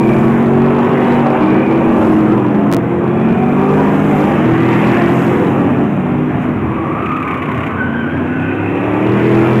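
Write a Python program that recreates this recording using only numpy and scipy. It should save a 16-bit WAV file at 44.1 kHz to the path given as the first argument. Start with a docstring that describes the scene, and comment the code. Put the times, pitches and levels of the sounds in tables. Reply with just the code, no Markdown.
"""Stock cars racing past a fence

V8 cars sweep through a bend and away down the straight. Each exhaust drones on its engine orders
and rasps with every firing, while the far pack echoes off the grandstand. Short tyre howls and a
narrow hiss come and go, and one engine backfires; a spun car squeals by stick-slip friction, then
pulls away with whining gears. The loudest peaks overload the microphone."""
import sys
import numpy as np
from scipy import signal
from scipy.fft import rfft, irfft
from scipy.io import wavfile
from scipy.ndimage import uniform_filter1d, minimum_filter1d

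SR = 44100
rng = np.random.default_rng(int(sys.argv[2]) if len(sys.argv) > 2 else 0)


def dump(signal):
    """Clip the signal to [-1, 1] and save it as 16-bit WAV at the path in sys.argv[1]."""
    limited = np.clip(np.atleast_2d(signal).T, -1, 1)
    pcm = np.round(limited * 32767).astype(np.int16)
    wavfile.write(sys.argv[1], SR, pcm)


N = 423360
TIME = np.arange(N) / SR
CYLINDERS = 8

# speed and drone of each engine: t/s, cycle rate f/Hz, relative level/dB
ENGINE_RUNS = dict(green=[(0, 41.8, -13.5), (0.3, 41.73, -18.5), (0.55, 41.89, -28.5), (1.15, 43.1, -32)],
               red=[(0, 46.13, -15.5), (.6, 46.48, -11.5), (1, 48.8, -17), (1.3, 47.32, -15.5),
               (1.55, 47, -22), (1.85, 47.35, -17), (2.38, 41.69, -15), (2.75, 41.86, -22.5)],
               blue=[(0.7, 34.93, -22.5), (1.1, 36.66, -27), (1.45, 38.83, -17.5), (1.8, 41.4, -18.5),
               (2, 39.86, -15), (2.3, 39.08, -18.5), (2.8, 34.25, -23.5)], orange=[(2.75, 42.37, -22),
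               (3.2, 44.73, -17.5), (3.87, 51.41, -17.5), (4.2, 50.07, -19.5), (4.85, 52.1, -40)],
               black=[(2.95, 25.65, -30.5), (3.37, 28.75, -22), (3.7, 32.48, -23.5), (4.3, 38.13, -18),
               (4.52, 40.96, -9), (4.85, 41.93, -11.5), (5.8, 46.88, -17.5)], white=[(4.1, 26.26, -24.5),
               (4.6, 31.89, -22), (4.9, 33.38, -21.5), (5.8, 36.18, -13.5), (6.4, 39.2, -22),
               (6.75, 41.5, -17.5), (6.95, 37.96, -28.5), (7.5, 35.65, -29.5)], lifting=[(5.25, 43, -22),
               (5.6, 34.5, -22.5), (5.8, 28.6, -15), (6.1, 21.4, -29), (6.7, 9.9, -32)],
               leaving=[(5.85, 48.23, -30.5), (6.05, 48.53, -17.5), (6.38, 51.14, -21), (6.6, 46.78, -21),
               (6.85, 47.33, -25), (7.2, 52.03, -24), (7.6, 49.93, -28)], yellow=[(7.6, 27.44, -34.5),
               (7.9, 28.38, -26.5), (8.45, 32.49, -24.5), (8.9, 36.8, -22.5), (9.2, 40.5, -16),
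               (9.6, 42.43, -16)])
# when each car's roar peaks, as it passes or opens up: t/s
ROAR_PEAKS = dict(green=.07, red=1.14, blue=2.08, orange=3.78, black=4.18, white=4.84, lifting=5.21, leaving=6.43, yellow=9.5)
# spectral envelopes of rasp and hiss, for exhausts and tearing rubber: f/Hz, relative level/dB
RASP_SPECTRUM = [(1500, 3.5), (2000, 2.5), (2550, -1.5), (3000, -10), (3500, -19.5), (4200, -32),
                 (6000, -42.5)]
HISS_SPECTRUM = [(3000, -20), (4300, 0), (7700, 3), (8700, -4.5), (11500, 1.5), (15500, -8)]
# main squeal of the spun car: t/s, f/Hz, relative level/dB
SKID_SQUEAL = [(6.7, 1136, -29.5), (7.1, 1185, -24), (7.3, 1130, -22.5), (7.7, 1107, -28),
               (7.95, 1105, -38)]


def undb(db):
    """Amplitude ratio of a level in decibels."""
    return 10 ** (np.asarray(db) / 20)


def unit(x):
    """Normalisation to rms 1."""
    return x / np.sqrt(np.mean(x ** 2))


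def curves(table):
    """Linear interpolation of a table's columns against its first, time."""
    times, *columns = np.transpose(table)
    return [np.interp(TIME, times, column) for column in columns]


def gate(table, fade_s=0.17):
    """Trapezoidal envelope: 1 while a table lasts, fading outside it."""
    return np.clip(1 + np.minimum(TIME - table[0][0], table[-1][0] - TIME) / fade_s, 0, 1)


def wander(rate_hz):
    """Interpolated Gaussian noise with a standard deviation near 1."""
    knots = rng.standard_normal(4096)
    return 1.2 * np.interp(TIME * rate_hz, np.arange(len(knots)), knots)


def colour(x, spectrum, size=4096):
    """Minimum-phase filter through points of f/Hz, level/dB, made by folding the cepstrum."""
    hz, db = np.transpose(spectrum)
    bin_hz = np.arange(size // 2 + 1) * SR / size
    gain = undb(np.interp(np.log(bin_hz + 1), np.log(hz), db))
    cepstrum = irfft(np.log(gain))
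    cepstrum[1:size // 2] *= 2
    cepstrum[size // 2 + 1:] = 0
    return signal.oaconvolve(x, irfft(np.exp(rfft(cepstrum))))[:N]


def band(x, low_hz, high_hz):
    """Steep band-pass filtering, normalised to rms 1."""
    return unit(signal.sosfilt(signal.butter(4, [low_hz, high_hz], "band", fs=SR, output="sos"), x))


def scatter(x, t60):
    """Diffuse reflection: two colourless decaying tails, crossfaded as the moving cars shift the paths."""
    decay = np.exp(-np.log(1000) * TIME[:SR] / t60)
    spectra = rfft(rng.standard_normal((2, SR)) * decay, 2 * SR)
    tails = irfft(spectra / uniform_filter1d(np.abs(spectra), size=12))[:, :SR]
    one, other = (signal.oaconvolve(x, tail / np.linalg.norm(tail))[:N] for tail in tails)
    angle = 2 * np.pi * 1.6 * TIME + wander(2)
    return one * np.cos(angle) + other * np.sin(angle)


def firings(cycles, uneven_db, gas, jitter=.085):
    """Pulse excitation: eight pressure steps a cycle, each with a puff of turbulent gas."""
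    # relative amplitude in firing order; the near cylinder bank is louder
    bank_gains = np.array([1, .4, .4, 1, .4, 1, 1, .4])
    beat = np.abs(CYLINDERS * cycles + jitter * wander(110))  # combustion is never quite on time
    slot = beat.astype(int)
    count = slot.max() + 1
    cylinder_gains = bank_gains * undb(rng.standard_normal(CYLINDERS))
    sizes = np.resize(cylinder_gains, count) * undb(uneven_db * rng.standard_normal(N)[:count])
    puffs = sizes[slot] * np.exp(-(beat - slot) / 0.89)
    return unit(np.diff(puffs, prepend=0)) + gas * unit(puffs * rng.standard_normal(N))


def car(name, weak_db, rumble_db=0, wobble=.003, turn_s=0.55):
    """Periodic firing sounds harmonics of the engine cycle. Returns drone, pulses and their envelope."""
    # harmonics (engine orders) that each car's pipes favour; 8 is the firing rate
    strong_orders = dict(green=(3, 5, 8), red=(3, 5, 8), blue=(5, 8), orange=(3, 4, 8), black=(3, 4, 5, 8),
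                     white=(5, 8), lifting=(5, 8), leaving=(3, 5), yellow=(3, 5, 8, 9, 10, 11, 12))
    # strength of each of those orders: relative level/dB
    order_levels = dict(green=(-7, -1, -1.5), red=(-6, -0.5, -3.5), blue=(-5, -1), orange=(-1.1, 0.5, -6.5),
                    black=(-15.5, -16, -14.5, 0), white=(-9, 0), lifting=(-8.5, -0.5), leaving=(-5, -0.5),
                    yellow=(0, -1, 1, -4, -5.5, -11, -13))
    hz, db = curves(ENGINE_RUNS[name])
    cycles = np.cumsum(hz * (1 + wobble * wander(25))) / SR
    orders = strong_orders[name]
    # directivity: tail-on, orders below the firing rate gain rumble_db and the rest lose as much
    turn_db = rumble_db * np.tanh((TIME - ROAR_PEAKS[name]) / turn_s)
    levels = [db + order_db + (turn_db if k < CYLINDERS else -turn_db)
              for k, order_db in zip(orders, order_levels[name])]
    gains = undb(levels) * gate(ENGINE_RUNS[name])
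    envelope = np.sqrt(np.mean(gains ** 2, axis=0))
    # unequal pipes leak weaker orders between the strong ones
    weak = [(k, envelope * undb(weak_db)) for k in range(3, 10) if k not in orders]
    drone = sum(gain * (1 + 0.16 * wander(11)) * np.sin(2 * np.pi * (k * cycles + rng.random()))
                for k, gain in [*zip(orders, gains), *weak])
    return np.sqrt(2) * drone, envelope * firings(cycles, uneven_db=2.0, gas=1.51), envelope


def roar_gains():
    """Spherical spreading: each car's roar falls as 1/distance, and the cars' powers add."""
    # each car's swell: half-width t/s (sign ignored), then peak level/dB of boom, bark, rasp, hiss
    swells = dict(green=(0.5, -25, -21, -32, -49), red=(0.36, -25.5, -16.5, -27, -53.5),
              blue=(0.28, -14.5, -20, -32.5, -51), orange=(0.33, -25.5, -20.5, -34.5, -53),
              black=(0.26, -27.5, -21.5, -30, -48.5), white=(0.3154, -30, -22, -23, -49),
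              lifting=(0.26, -18, -18.5, -37.5, -47.5), leaving=(-0.04, -24, -25.5, -33.5, -58),
              yellow=(0.44, -21.5, -20, -25, -50))
    spreads = (2.18, 1.16, 1, 0.49)  # width factors: bass spreads all round, treble beams from the pipe
    power = 0
    for name, (width_s, *levels_db) in swells.items():
        distances = [np.hypot(1, (TIME - ROAR_PEAKS[name]) / (width_s * spread)) for spread in spreads]
        power += (undb(levels_db)[:, None] / distances) ** 2
    return np.sqrt(power)


def exhausts(pulses):
    """Source and filter: firings ring pipes and fence, in four bands that swell as the cars pass."""
    # response of the pipes: f/Hz, relative level/dB
    pipe_spectrum = [(60, -22), (90, -11), (130, -3.5), (240, -1.5), (350, -3), (460, -9), (600, -10.5),
                     (800, -10), (1150, -14.5), (1500, -25), (2400, -27)]
    boom_gain, bark_gain, rasp_gain, hiss_gain = roar_gains()
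    echoed = 0.76 * pulses + 0.57 * scatter(pulses, t60=0.097) + scatter(pulses, t60=0.57)
    pipes = colour(echoed, pipe_spectrum)
    boom = band(pipes, 65, 513) * boom_gain
    bark = band(pipes, 416, 1914) * bark_gain
    rasp = band(colour(echoed, RASP_SPECTRUM), 1600, 6120) * rasp_gain
    hiss = band(colour(echoed, HISS_SPECTRUM), 3600, 16000) * hiss_gain
    return boom + bark + rasp + hiss


def far_pack(count=5, cycle_hz=38):
    """Reverberation: distant engines, on and off the throttle, blur in the grandstand's echo."""
    # the distant roar: f/Hz, relative level/dB
    pack_spectrum = [(25, -42.5), (62, -16.5), (92, 4.5), (135, -0.5), (300, -2), (450, -13), (1100, -14),
                     (2500, -24.5), (4000, -62)]
    # it stands out once the near cars have gone: t/s, mean level/dB
    pack_levels = [(5.4, -25), (6.8, -22)]
    rates_hz = (cycle_hz * np.exp(.14 * wander(.7)) for _ in range(count))
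    engines = sum(firings(np.cumsum(hz) / SR, uneven_db=0, gas=0.89) for hz in rates_hz)
    db, = curves(pack_levels)
    return unit(colour(scatter(engines, t60=0.79), pack_spectrum)) * undb(db + wander(3.04))


def howls_and_hisses():
    """Narrow-band noise: short tyre howls, and longer hisses near 2.4 kHz, perhaps brakes or intake."""
    # centre t/s, half-width t/s, centre f/Hz, bandwidth f/Hz, peak level/dB
    noise_bands = [(.1, 0.26, 2350, 205, -30.5), (1.118, .07, 3920, 160, -48),
                   (1.607, 0.35, 2360, 250, -30.5), (2.048, 0.054, 1410, 79.96, -31),
                   (2.32, 0.056, 1305, 91, -27), (3.346, .4, 2423, 216.4, -36),
                   (3.383, 0.11, 742.5, 25, -17), (3.706, 0.15, 1180, 120, -25),
                   (3.843, 0.13, 968, 89.5, -21.5), (4.146, 0.044, 778, 91, -16.5),
                   (7.808, 0.027, 1524, 79.4, -18.5), (8.6, 0.48, 2564, 280, -32.5)]
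    out = np.zeros(N)
    for centre_s, width_s, hz, width_hz, db in noise_bands:
        swell = np.exp(-2 * ((TIME - centre_s) / width_s) ** 2)
        out += band(rng.standard_normal(N), hz - width_hz / 2, hz + width_hz / 2) * swell * undb(db)
    return out


def gear_whine(name, level_db, flutter=.0025):
    """Loaded gears radiate at their tooth-meshing frequency, in step with the engine."""
    # meshes per engine cycle, start t/s, peak t/s, end t/s
    orange_gear = (75.5, 2.7, 3.15, 3.7)
    yellow_gear = (53.5, 7.85, 8.15, 9.2)
    meshes, *times = dict(orange=orange_gear, yellow=yellow_gear)[name]
    cycle_hz, _ = curves(ENGINE_RUNS[name])
    mesh_hz = meshes * cycle_hz * (1 + flutter * wander(90))
    load = np.interp(TIME, times, [0, 1, 0])
    return np.sin(2 * np.pi * np.cumsum(mesh_hz) / SR) * undb(level_db + 2 * wander(18)) * load


def backfires(ring_hz=370, ring_s=0.0013, crack_s=0.00033):
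    """Unburnt fuel explodes in a pipe: a shock front, then a heavily damped resonance."""
    # t/s, relative pressure step
    explosions = [(2.7162, -0.24), (2.7263, 0.75), (2.7361, -1), (2.738, .75), (2.7462, 0.47),
                  (2.7671, 0.62)]
    out, t = np.zeros(N), TIME[:SR // 50]
    ring = 0.94 * np.exp(-t / ring_s) * np.cos(2 * np.pi * ring_hz * t)
    shock = 0.33 * np.exp(-t / crack_s)
    for start_s, step in explosions:
        start = int(start_s * SR)
        out[start:start + len(t)] += step * (ring + shock)
    return out


def tyre_squeals():
    """Stick-slip oscillation: two unsteady tones break up as the tread gains and loses grip."""
    # the later, higher squeal: t/s, f/Hz, relative level/dB
    high_squeal = [(7.35, 1479, -34), (7.75, 1485, -35), (8.05, 1524, -27), (8.2, 1552, -38),
                   (8.5, 1544, -31)]
    out = np.zeros(N)
    for table, boost_db, jitter, octave_db in (SKID_SQUEAL, 1, .065, -14), (high_squeal, 4, .0279, -18.5):
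        hz, db = curves(table)
        slip_hz = hz * (1 + jitter * wander(330) + 0.032 * wander(18))
        phase = 2 * np.pi * np.cumsum(slip_hz) / SR
        envelope = undb(db + boost_db + 1.85 * wander(34)) * gate(table)
        tone = (np.sin(phase) + undb(octave_db) * np.sin(2 * phase)) * envelope
        out += 0.66 * tone + 1.15 * scatter(tone, t60=0.41)
    return out


def tyre_scrub(judder_hz=33, grit_db=-27):
    """Amplitude-modulated friction noise: spinning wheels hop, tear at the asphalt and throw grit."""
    hops = np.cumsum(judder_hz * (1 + 0.2 * wander(20))) / SR
    db = np.interp(TIME, [6.85, 7.1, 7.66, 7.75], [-44, -32.5, -30.5, -44]) + 2 * wander(35)
    tearing = rng.standard_normal(N) * np.exp(-2 * (hops % 1))
    rubber = unit(colour(band(tearing, 1860, 4610), RASP_SPECTRUM))
    grit = undb(grit_db) * unit(colour(tearing, HISS_SPECTRUM))
    return (rubber + grit) * undb(db) * gate(SKID_SQUEAL)


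def scene():
    """Superposition of near cars, far pack, tyres, hisses, gears and backfires in one channel."""
    cars = [car("green", weak_db=-10, rumble_db=1.6),
            car("red", weak_db=-9),
            car("blue", weak_db=-24, rumble_db=-1.3),
            car("orange", weak_db=-7, rumble_db=4.5),
            car("black", weak_db=-6.5, rumble_db=9),
            car("white", weak_db=-11, rumble_db=4),
            car("lifting", weak_db=-13.5, rumble_db=-2),
            car("leaving", weak_db=-20, rumble_db=-1.2),
            car("yellow", weak_db=-8.5, rumble_db=2.5)]
    drones, pulses, envelopes = zip(*cars)
    levelled_pulses = unit(sum(pulses) / (np.linalg.norm(envelopes, axis=0) + 1e-4))
    engines = sum(drones) + exhausts(levelled_pulses)
    squeals = tyre_squeals()
    whine = gear_whine("yellow", level_db=-32.5) + gear_whine("orange", level_db=-51)
    return (engines + far_pack() + howls_and_hisses() + whine + backfires() + squeals + tyre_scrub())[None]


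def record(dry, limit=0.79, ceiling=0.65, knee=0.57, cutoff_hz=15750):
    """Overload: a fast limiter holds the roar down, saturation rounds the peaks, a low-pass follows."""
    gain = limit / np.maximum(np.abs(dry), limit)
    held = dry * uniform_filter1d(minimum_filter1d(gain, size=90), size=90)
    excess = np.maximum(np.abs(held) - knee, 0)
    headroom = ceiling - knee
    rounded = np.sign(held) * (np.abs(held) - excess + headroom * np.tanh(excess / headroom))
    return signal.sosfilt(signal.ellip(8, .2, 70, cutoff_hz, fs=SR, output="sos"), rounded)


dry = scene()
out = record(dry)
dump(out)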